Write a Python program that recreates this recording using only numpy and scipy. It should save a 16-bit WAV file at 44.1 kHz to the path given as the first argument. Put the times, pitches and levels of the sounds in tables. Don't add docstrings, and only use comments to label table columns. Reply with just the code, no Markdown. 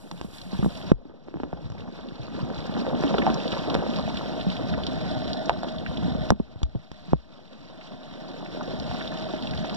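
import sys
import numpy as np
from scipy import signal
from scipy.fft import rfft, irfft
from scipy.io import wavfile

SR = 44100
rng = np.random.default_rng(int(sys.argv[2]) if len(sys.argv) > 2 else 0)


def natural_amplitude(level_db):
    exponent = np.asarray(level_db, float) / 20
    return 10 ** exponent


def int16_out(signal):
    q = np.round(np.clip(np.atleast_2d(signal).T, -1, 1) * 32767)
    wavfile.write(sys.argv[1], SR, q.astype(np.int16))


N = 430416



def rms_one(x):
    return x / np.sqrt(np.mean(x ** 2) + 1e-20)


def band(x, low_hz, high_hz):
    return signal.sosfilt(signal.butter(2, [low_hz, high_hz], "band", fs=SR, output="sos"), x)


def fader(points, **ends):
    s, db = np.transpose(points)
    return natural_amplitude(np.interp(np.arange(N) / SR, s, db, **ends))


def at_hz(points, hz):
    points_hz, values = np.transpose(points)
    return np.interp(np.log(hz), np.log(points_hz), values)


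def drift(rate_hz):
    step = 40
    r = np.exp(-2 * np.pi * rate_hz * step / SR)
    noise = rng.standard_normal(N // step + 2002)
    slow = signal.lfilter([1], [1, -2 * r, r * r], noise)[2000:]
    return np.interp(np.arange(N) / step, np.arange(len(slow)), rms_one(slow))


def drops(per_s, spread_db, wash, clump_db):
    size_db = spread_db * np.minimum(rng.exponential(1, (2, N)), 5)
    sizes = natural_amplitude(size_db) * rng.choice([-1, 1], (2, N))
    chance = per_s * natural_amplitude(clump_db * drift(12)) / SR
    impacts = rms_one(sizes * (rng.random((2, N)) < chance))
    return rms_one(impacts + wash * rng.standard_normal((2, N)))


def pitched(impacts, low_hz, high_hz, count):
    edges, dealt = np.geomspace(low_hz, high_hz, count + 1), rng.integers(0, count, N)
    return rms_one(sum(band(impacts * (dealt == k) + 1e-18, edges[k], edges[k + 1]) for k in range(count)))


def burst(chance, low_hz, high_hz, t60):
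    decay = natural_amplitude(-60 * np.arange(len(chance)) / SR / t60)
    noise = band(chance * decay, low_hz, high_hz)
    return noise / np.abs(noise).max()


def ring(hz, t60, rise_s):
    t = np.arange(round(.2 * SR)) / SR
    return np.cos(2 * np.pi * hz * t) * natural_amplitude(-60 * t / t60) * (1 - np.exp(-(t / rise_s) ** 2))


def add(out, s, sound):
    i = round(s * SR)
    out[i:i + len(sound)] += sound[:N - i]


def port(x):
    return signal.sosfilt(signal.butter(4, 5120, fs=SR, output="sos"), x)


# f/Hz, relative level per hertz/dB
RAIN_COLOUR = [(25.0, -69.5), (55.0, -6.5), (100.0, -9), (170.0, 5.5), (260.0, 6), (400.0, -3.5),
               (560.0, -2.5), (1100.0, -14.5), (2300.0, -18), (3900.0, -14.5), (5200.0, -21), (7000.0, -37),
               (9000.0, -45), (14500.0, -45.5)]
# f/Hz, likeness (0 unrelated, 1 identical)
STEREO_LIKENESS = [(100, 0.96), (600, 1), (2200, 0.94), (2800, 0.78), (4400, 0.89), (6000, 0.68), (9000, 1)]


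def coloured(low_hz, high_hz, source, flicker_db):
    hz = np.maximum(np.arange(N // 2 + 1) * SR / N, 1)
    edges = np.sqrt((1 + (low_hz / hz) ** 6) * (1 + (hz / high_hz) ** 6))
    mid, side = rfft(source) * natural_amplitude(at_hz(RAIN_COLOUR, hz)) / edges
    alike = np.clip(at_hz(STEREO_LIKENESS, hz), 0, 1)
    both = irfft(np.sqrt(1 + alike) * mid + np.sqrt(1 - alike) * side * [[1], [-1]], N)
    flicker = natural_amplitude(flicker_db * (.7 * drift(6) + drift(16)))
    return rms_one(both * flicker)


def input_hiss():
    return natural_amplitude(-83) * rms_one(band(rng.standard_normal(N), 8000, 21500))


# t/s, peak level of the rumble swell/dB
GRIP_RUBS = [(0.05, -26.5), (.55, -22.5), (.95, -18), (1.55, -11), (2.2, -23), (2.6, -24.5), (3.2, -34),
             (3.8, -31), (4.35, -35), (4.7, -31), (5.1, -33.5), (6.04, -27.5), (6.52, -29), (6.75, -34),
             (7.25, -33), (7.702, -40), (8.749, -36), (9.65, -33)]


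def rumble(wash):
    floor_db, rise_s, fall_s = -42, 0.14, 0.27
    t = np.arange(N) / SR
    power = natural_amplitude(2 * floor_db)
    for s, db in GRIP_RUBS:
        power = power + natural_amplitude(2 * db) * np.exp(-((t - s) / np.where(t < s, rise_s, fall_s)) ** 2)
    return np.sqrt(power) * coloured(22, 111.6, wash, flicker_db=3.5)


# t/s, level/dB
SLAT_BRUSH = [(0, -38), (.1, -41.5), (.27, -44.5), (.36, -37), (.46, -47), (.65, -44), (.78, -43),
              (0.901, -63), (1.0, -85)]


def brush():
    crackle = drops(740.0, spread_db=-0.5, wash=0.96, clump_db=7.0)[0]
    return rms_one(band(crackle, 3500, 11000)) * fader(SLAT_BRUSH, right=-120)


# t/s, nominal level/dB, ring f/Hz, ring t60/s, crack level re bump/dB
HAND_BUMPS = [(0.113, -6, 906, 0.0069, 7.5), (0.122, -12.5, 177, 0.17, -25), (0.213, -1.5, 180, 0.011, 0),
              (0.246, -8.5, 191, 0.054, -34), (0.465, -18.5, 183, 0.17, -48), (0.531, -6.5, 190, 0.1, -38),
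              (0.548, -22, 895, 0.011, -15), (0.59, 5, 153, 0.04, -79), (0.627, -2, 195, 0.15, -37),
              (0.63, -15, 1200, 0.013, -18), (0.646, -2, 190.0, 0.027, -22), (0.6607, 5, 177, 0.052, -42),
              (0.917, 25, 152, 0.039, -58), (0.923, 16, 39.7, 0.12, -67), (0.928, 3, 111, 0.1, -72),
              (1.0, -28, 255, 0.032, -20), (1.053, -4, 288, 0.12, -38), (1.097, -2, 343, 0.033, -40),
              (1.279, -3, 410, 0.013, -37), (1.284, 3.5, 333, 0.023, -35), (1.341, 4, 318, 0.077, -22.5),
              (1.358, 6.5, 159, 0.048, -36), (1.37, 4, 286, 0.018, -31), (1.401, 6.5, 267, 0.033, -18),
              (1.434, 11.5, 247, 0.025, -23), (1.439, 2.5, 495, 0.0095, -26), (1.447, -5, 293, 0.12, -51),
              (1.458, -7, 300, 0.067, -45), (1.5288, 9.5, 630, 0.011, -63), (1.532, 8, 171, 0.043, -45),
              (1.648, -1, 109, 0.07, -64), (1.701, -4, 97.4, 0.17, -3), (1.72, -9, 109, 0.043, 0),
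              (1.783, -6, 100, 0.056, -58), (1.876, -5, 133, 0.041, -41.5), (1.93, -11, 180, 0.077, -57.5),
              (1.989, -10.5, 414, 0.027, -18), (2.12, -4, 148.6, 0.027, -46), (2.195, -10, 126, 0.15, -50),
              (2.392, -19, 1010, 0.027, -23.5), (2.428, -1, 137.6, 0.054, -51),
              (2.502, -12, 610, 0.017, -20), (2.694, -6, 183, 0.049, -27), (2.765, -13.5, 274, 0.04, -30),
              (2.767, -15, 770, 0.024, -25), (2.866, -11.5, 530, 0.02, -17), (2.877, -16.5, 518, 0.14, -35),
              (2.904, -22, 444, 0.075, -32), (2.931, -19, 520, 0.063, -34), (3.037, -4.5, 410, 0.015, -18),
              (3.042, -9.5, 282, 0.13, -33), (3.147, -8.5, 415, 0.033, -26), (3.189, -14, 252, 0.064, -28),
              (3.142, -8.5, 675, 0.021, -22), (3.182, -15, 1300, 0.012, -20), (3.184, -8, 420, 0.038, -13),
              (3.05, -17, 604, 0.03, -30), (3.198, -11, 300, 0.043, -40), (3.283, -17, 970, 0.019, -37),
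              (3.266, -6.5, 790, 0.026, -19), (3.275, -11, 757, 0.076, -22), (3.301, -8.5, 225, 0.064, -16),
              (3.567, -20, 509, 0.032, -25), (3.573, -20, 955, 0.015, -26), (3.618, -20, 300, 0.047, -35),
              (3.743, -22.5, 915, 0.014, 10), (3.762, -16, 552, 0.017, -25), (3.733, -28, 424, 0.03, -27),
              (3.836, -22, 375, 0.024, -35), (3.799, -24, 485, 0.028, -23), (3.82, -24, 477, 0.04, -33),
              (3.89, -21, 237, 0.14, -35), (3.987, -26.5, 1040, 0.02, -23), (3.751, -11, 468, 0.015, -5),
              (3.777, -25.5, 412, 0.03, -20), (3.865, -16.5, 484, 0.013, -31),
              (4.078, -24.5, 696, 0.03, -36), (4.102, -31, 910, 0.03, -28), (4.467, -18.5, 184, 0.15, -37),
              (5.495, -8, 700, 0.012, -8), (5.5, -25, 920, 0.024, -25), (5.504, -21, 900, 0.03, -23),
              (5.508, -21, 614, 0.015, -26), (5.514, -26, 700, 0.03, -25), (5.632, -21.5, 700, 0.02, -2.5),
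              (5.642, -35, 820, 0.014, -33), (5.645, -28, 560, 0.024, -23.5),
              (5.981, -25.5, 224, 0.17, -50), (6.029, -24, 190, 0.11, -45), (6.08, -23, 253, 0.12, -45),
              (6.15, -21, 201, 0.1, -43), (6.304, -10.5, 5620, 0.0031, -7.5), (6.3046, 0, 515, 0.0062, -19),
              (6.3065, 2.5, 141, 0.045, -77), (6.3203, 5, 206, 0.064, -42), (6.399, 7.5, 212, 0.028, -62),
              (6.559, -15.5, 96, 0.068, -17), (6.618, -10, 122, 0.013, -25), (6.629, 2.5, 59, 0.12, -59),
              (6.63, -7.5, 128.4, 0.02, -52.5), (6.631, -15.5, 870, 0.0084, 15.5),
              (6.7495, -1.5, 221, 0.024, -60), (6.753, -3, 123, 0.073, -70),
              (6.916, -15.5, 111, 0.016, 2.5), (7.082, -21.5, 167, 0.17, -29), (7.121, -8, 89, 0.054, -57),
              (7.1327, 11, 152, 0.042, -35.5), (7.14, -1, 150, 0.043, -62.5), (7.138, -2, 60, 0.16, -68.5),
              (8.913, -24, 685, 0.014, -27), (9.337, -22.5, 300, 0.033, -37),
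              (9.646, -29.5, 810, 0.014, -27)]
# f/Hz, level re bump/dB, t60/s
BODY_MODES = [(59, -12.5, 0.15), (300, -31.5, 0.01), (632, -12, 0.012), (1200, -8, 0.0036)]


def knocks():
    out, chance = np.zeros(N), rng.standard_normal((len(HAND_BUMPS), 6000))
    for (s, db, hz, t60, crack_db), row in zip(HAND_BUMPS, chance):
        rise_s = 0.000053 + 0.044 / hz * natural_amplitude(-.35 * (crack_db + 28.0))
        add(out, s, natural_amplitude(db + 6.0) * ring(hz, t60, rise_s))
        for k, (mode_hz, mode_db, mode_t60) in enumerate(BODY_MODES):
            uneven_db = 0.52 * row[k]
            add(out, s, natural_amplitude(db + mode_db + uneven_db) * ring(mode_hz, mode_t60, rise_s))
        add(out, s, natural_amplitude(db + crack_db) * burst(row, 1100, 12000, 0.016))
        clicks = ring(3290, 0.0043, rise_s=0.000091) + ring(5500, 0.0039, rise_s=0.00029)
        add(out, s, natural_amplitude(db + crack_db - 6) * clicks)
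        shudder = burst(row, 0.53 * hz, 1.5 * hz, 1.7 * t60)
        add(out, s + 0.00393, natural_amplitude(db - 11.5) * shudder)
    return port(out)


# t/s, nominal level/dB, ring f/Hz
BIG_DROPS = [(0.383, -11, 3930), (0.414, -10.5, 4220), (0.55, -29, 3740), (0.752, -13, 3430),
             (0.772, -11, 5300), (0.823, -16.5, 3900), (1.778, -8.5, 1920), (1.805, -9, 3160),
             (2.086, -8.5, 3440), (2.545, -12, 4100), (2.603, -15, 3970), (2.64, -17, 3680),
             (2.74, -12, 3670), (2.95, -19, 3100), (3.078, -14, 3150), (3.182, -9.5, 3330),
             (3.219, -9.5, 2030), (3.291, -13, 1200), (3.342, -10.5, 5150), (3.478, -15, 3700),
             (3.519, -14, 3370), (3.537, -18, 1870), (3.699, -16, 3750), (3.744, -16.5, 3200),
             (3.936, -22, 3270), (3.96, -19.5, 4120), (4.171, -21, 3440), (4.41, -23, 3330),
             (4.5, -22, 3550), (4.565, -24.5, 3140), (4.738, -21.5, 1770), (4.835, -20.5, 3500),
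             (4.866, -15.5, 4010), (5.331, -16, 4200), (5.457, -25, 5340), (5.685, -22, 3570),
             (5.783, -27.5, 3640), (5.862, -20, 1920), (5.972, -21.5, 3530), (7.81, -20, 1940),
             (8.459, -23, 1970), (8.609, -18, 1030), (8.798, -21, 4280), (9.009, -23, 1790),
             (9.075, -23, 3630), (9.12, -28, 1510), (9.174, -27, 3630), (8.63, -25, 5400),
             (8.676, -28.5, 3500), (8.76, -37, 3620), (9.24, -31.5, 3720), (9.423, -23.5, 3700),
             (9.471, -23, 3270), (9.509, -22, 4000), (9.535, -26, 1850), (9.575, -26, 3640),
             (9.643, -29, 1410), (9.695, -24, 3600), (9.697, -28, 1850), (9.745, -23, 5000),
             (5.632, -28.5, 3830), (1.57, -16.5, 3300), (3.3, -18, 3300), (3.138, -21, 2860),
             (3.4, -19, 2750)]


def taps():
    small_count, small_db, spread_db = 45, -34.5, 2.5
    low_hz, high_hz = 1670, 4540
    snap_db = -35.5
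    when, size, pitch = rng.random((small_count, 3)).T
    small_levels = small_db + spread_db * (2 * size - 1)
    small = zip(when * N / SR, small_levels, low_hz * (high_hz / low_hz) ** pitch)
    every = list(BIG_DROPS) + list(small)
    out, chance = np.zeros(N), rng.standard_normal((len(every), 1500))
    for (s, db, hz), row in zip(every, chance):
        add(out, s, natural_amplitude(db - 6) * ring(hz, .012, rise_s=.0008))
        add(out, s, natural_amplitude(db - 2) * burst(row, .78 * hz, 1.25 * hz, .035))
    out = port(out)
    for (s, db, hz), row in zip(every, chance):
        add(out, s, natural_amplitude(db + snap_db) * burst(row, 6000, 15500, 0.0099))
    return out


# f/Hz, width/Hz, rms level before the ringing curve/dB
PANE_MODES = [(630, 31.7, -41), (718, 56, -45), (217, 126, -39), (3740, 830, -49), (1468, 110, -54.5),
              (1790, 90, -56), (2020, 72, -58.5), (3110, 58, -59), (5150, 200, -60.5)]
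# t/s, level re the resonance table/dB
PANE_RINGING = [(0, -8), (.9, 9), (1.5, -2), (2.5, 6), (3.4, 5), (4.2, -1.5), (5.4, 4), (5.8, -4),
                (6.3, 0.5), (7.2, -2), (8.0, 4.5), (8.8, 2), (9.76, -1)]


def pane_ringing(wash):
    heavy = drops(300.0, spread_db=3.1, wash=0, clump_db=4)[0]
    sides = .3 * wash[1, ::-1] * [[1], [-1]]
    struck = wash[0, ::-1] + 1.4 * heavy + sides
    modes = sum(natural_amplitude(db) * rms_one(band(struck, hz - width / 2, hz + width / 2))
                for hz, width, db in PANE_MODES)
    return fader(PANE_RINGING) * modes


# t/s, level/dB
DRUMMING_LEVEL = [(0, -25), (.3, -29.5), (.72, -25), (.9, -18.5), (1.0, -15), (1.5, -12.5), (2.2, -17.5),
                  (3.25, -16.5), (3.5, -23), (3.68, -25.5), (3.77, -19.5), (3.92, -28.5), (4.05, -31),
                  (5.2, -33.5), (5.5, -30), (5.75, -36), (6.5, -31.5), (6.9, -41.5), (7.25, -28.5),
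                  (8.7, -31), (9.0, -34), (9.76, -34)]


def drumming(wash):
    heavy = pitched(drops(400.0, spread_db=2.6, wash=0, clump_db=5), 90, 2000, count=8)
    return fader(DRUMMING_LEVEL) * coloured(89, 1640, heavy + 3.0 * wash[::-1], flicker_db=1.3)


# t/s, level/dB
PATTER_LEVEL = [(0, -34), (.7, -30), (.9, -28.5), (1.5, -26.5), (2.5, -30), (3.3, -31.5), (3.9, -38),
                (4.5, -42.5), (6.2, -47), (6.5, -41.5), (7.1, -38.5), (7.4, -35.5), (8.5, -40.5),
                (9.76, -42.5)]


def patter(wash):
    near = pitched(drops(3200.0, spread_db=3.4, wash=0, clump_db=4), 800, 9000, count=20)
    return fader(PATTER_LEVEL) * coloured(827, 17000, near + 1.2 * wash, flicker_db=1.5)


def scene():
    wash = rng.standard_normal((2, N))
    handling = rumble(wash) + brush() + knocks()
    rain = pane_ringing(wash) + drumming(wash) + patter(wash)
    return input_hiss() + handling + taps() + rain


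def band_limit(x):
    return signal.sosfilt(signal.butter(12, 16480, fs=SR, output="sos"), x)


def record(dry):
    hold_db, start_cut_db, recover_db_s = -13.5, 23, 13
    sense_s, attack_s = 0.00063, .0013
    left_lag = 20
    ramp = recover_db_s * np.arange(N) / SR
    sense, attack = np.exp(-1 / (sense_s * SR)), np.exp(-1 / (attack_s * SR))
    level = signal.lfilter([1 - sense], [1, -sense], np.abs(dry).max(axis=0))
    over_db = 20 * np.log10(level + 1e-9) - hold_db
    over_db[0] = start_cut_db
    cut_db = np.maximum(np.maximum.accumulate(over_db + ramp) - ramp, 0)
    cut_db = signal.lfilter([1 - attack], [1, -attack], cut_db, zi=[start_cut_db * attack])[0]
    left, right = dry * natural_amplitude(-cut_db)
    left = natural_amplitude(-.9) * (left - .2 * band(left, 1000, 6500))
    left = np.concatenate([np.zeros(left_lag), left[:-left_lag]]) + 0.0025
    right = -signal.sosfilt(signal.butter(1, 70.0, "high", fs=SR, output="sos"), right)
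    overloaded = np.clip([left, right], -1, 1)
    treble_limit = signal.cheby2(12, 60, 16200, fs=SR, output="sos")
    mix = np.clip(signal.sosfilt(treble_limit, overloaded), -1, 1)
    return band_limit(mix)


dry = scene()
out = record(dry)
int16_out(out)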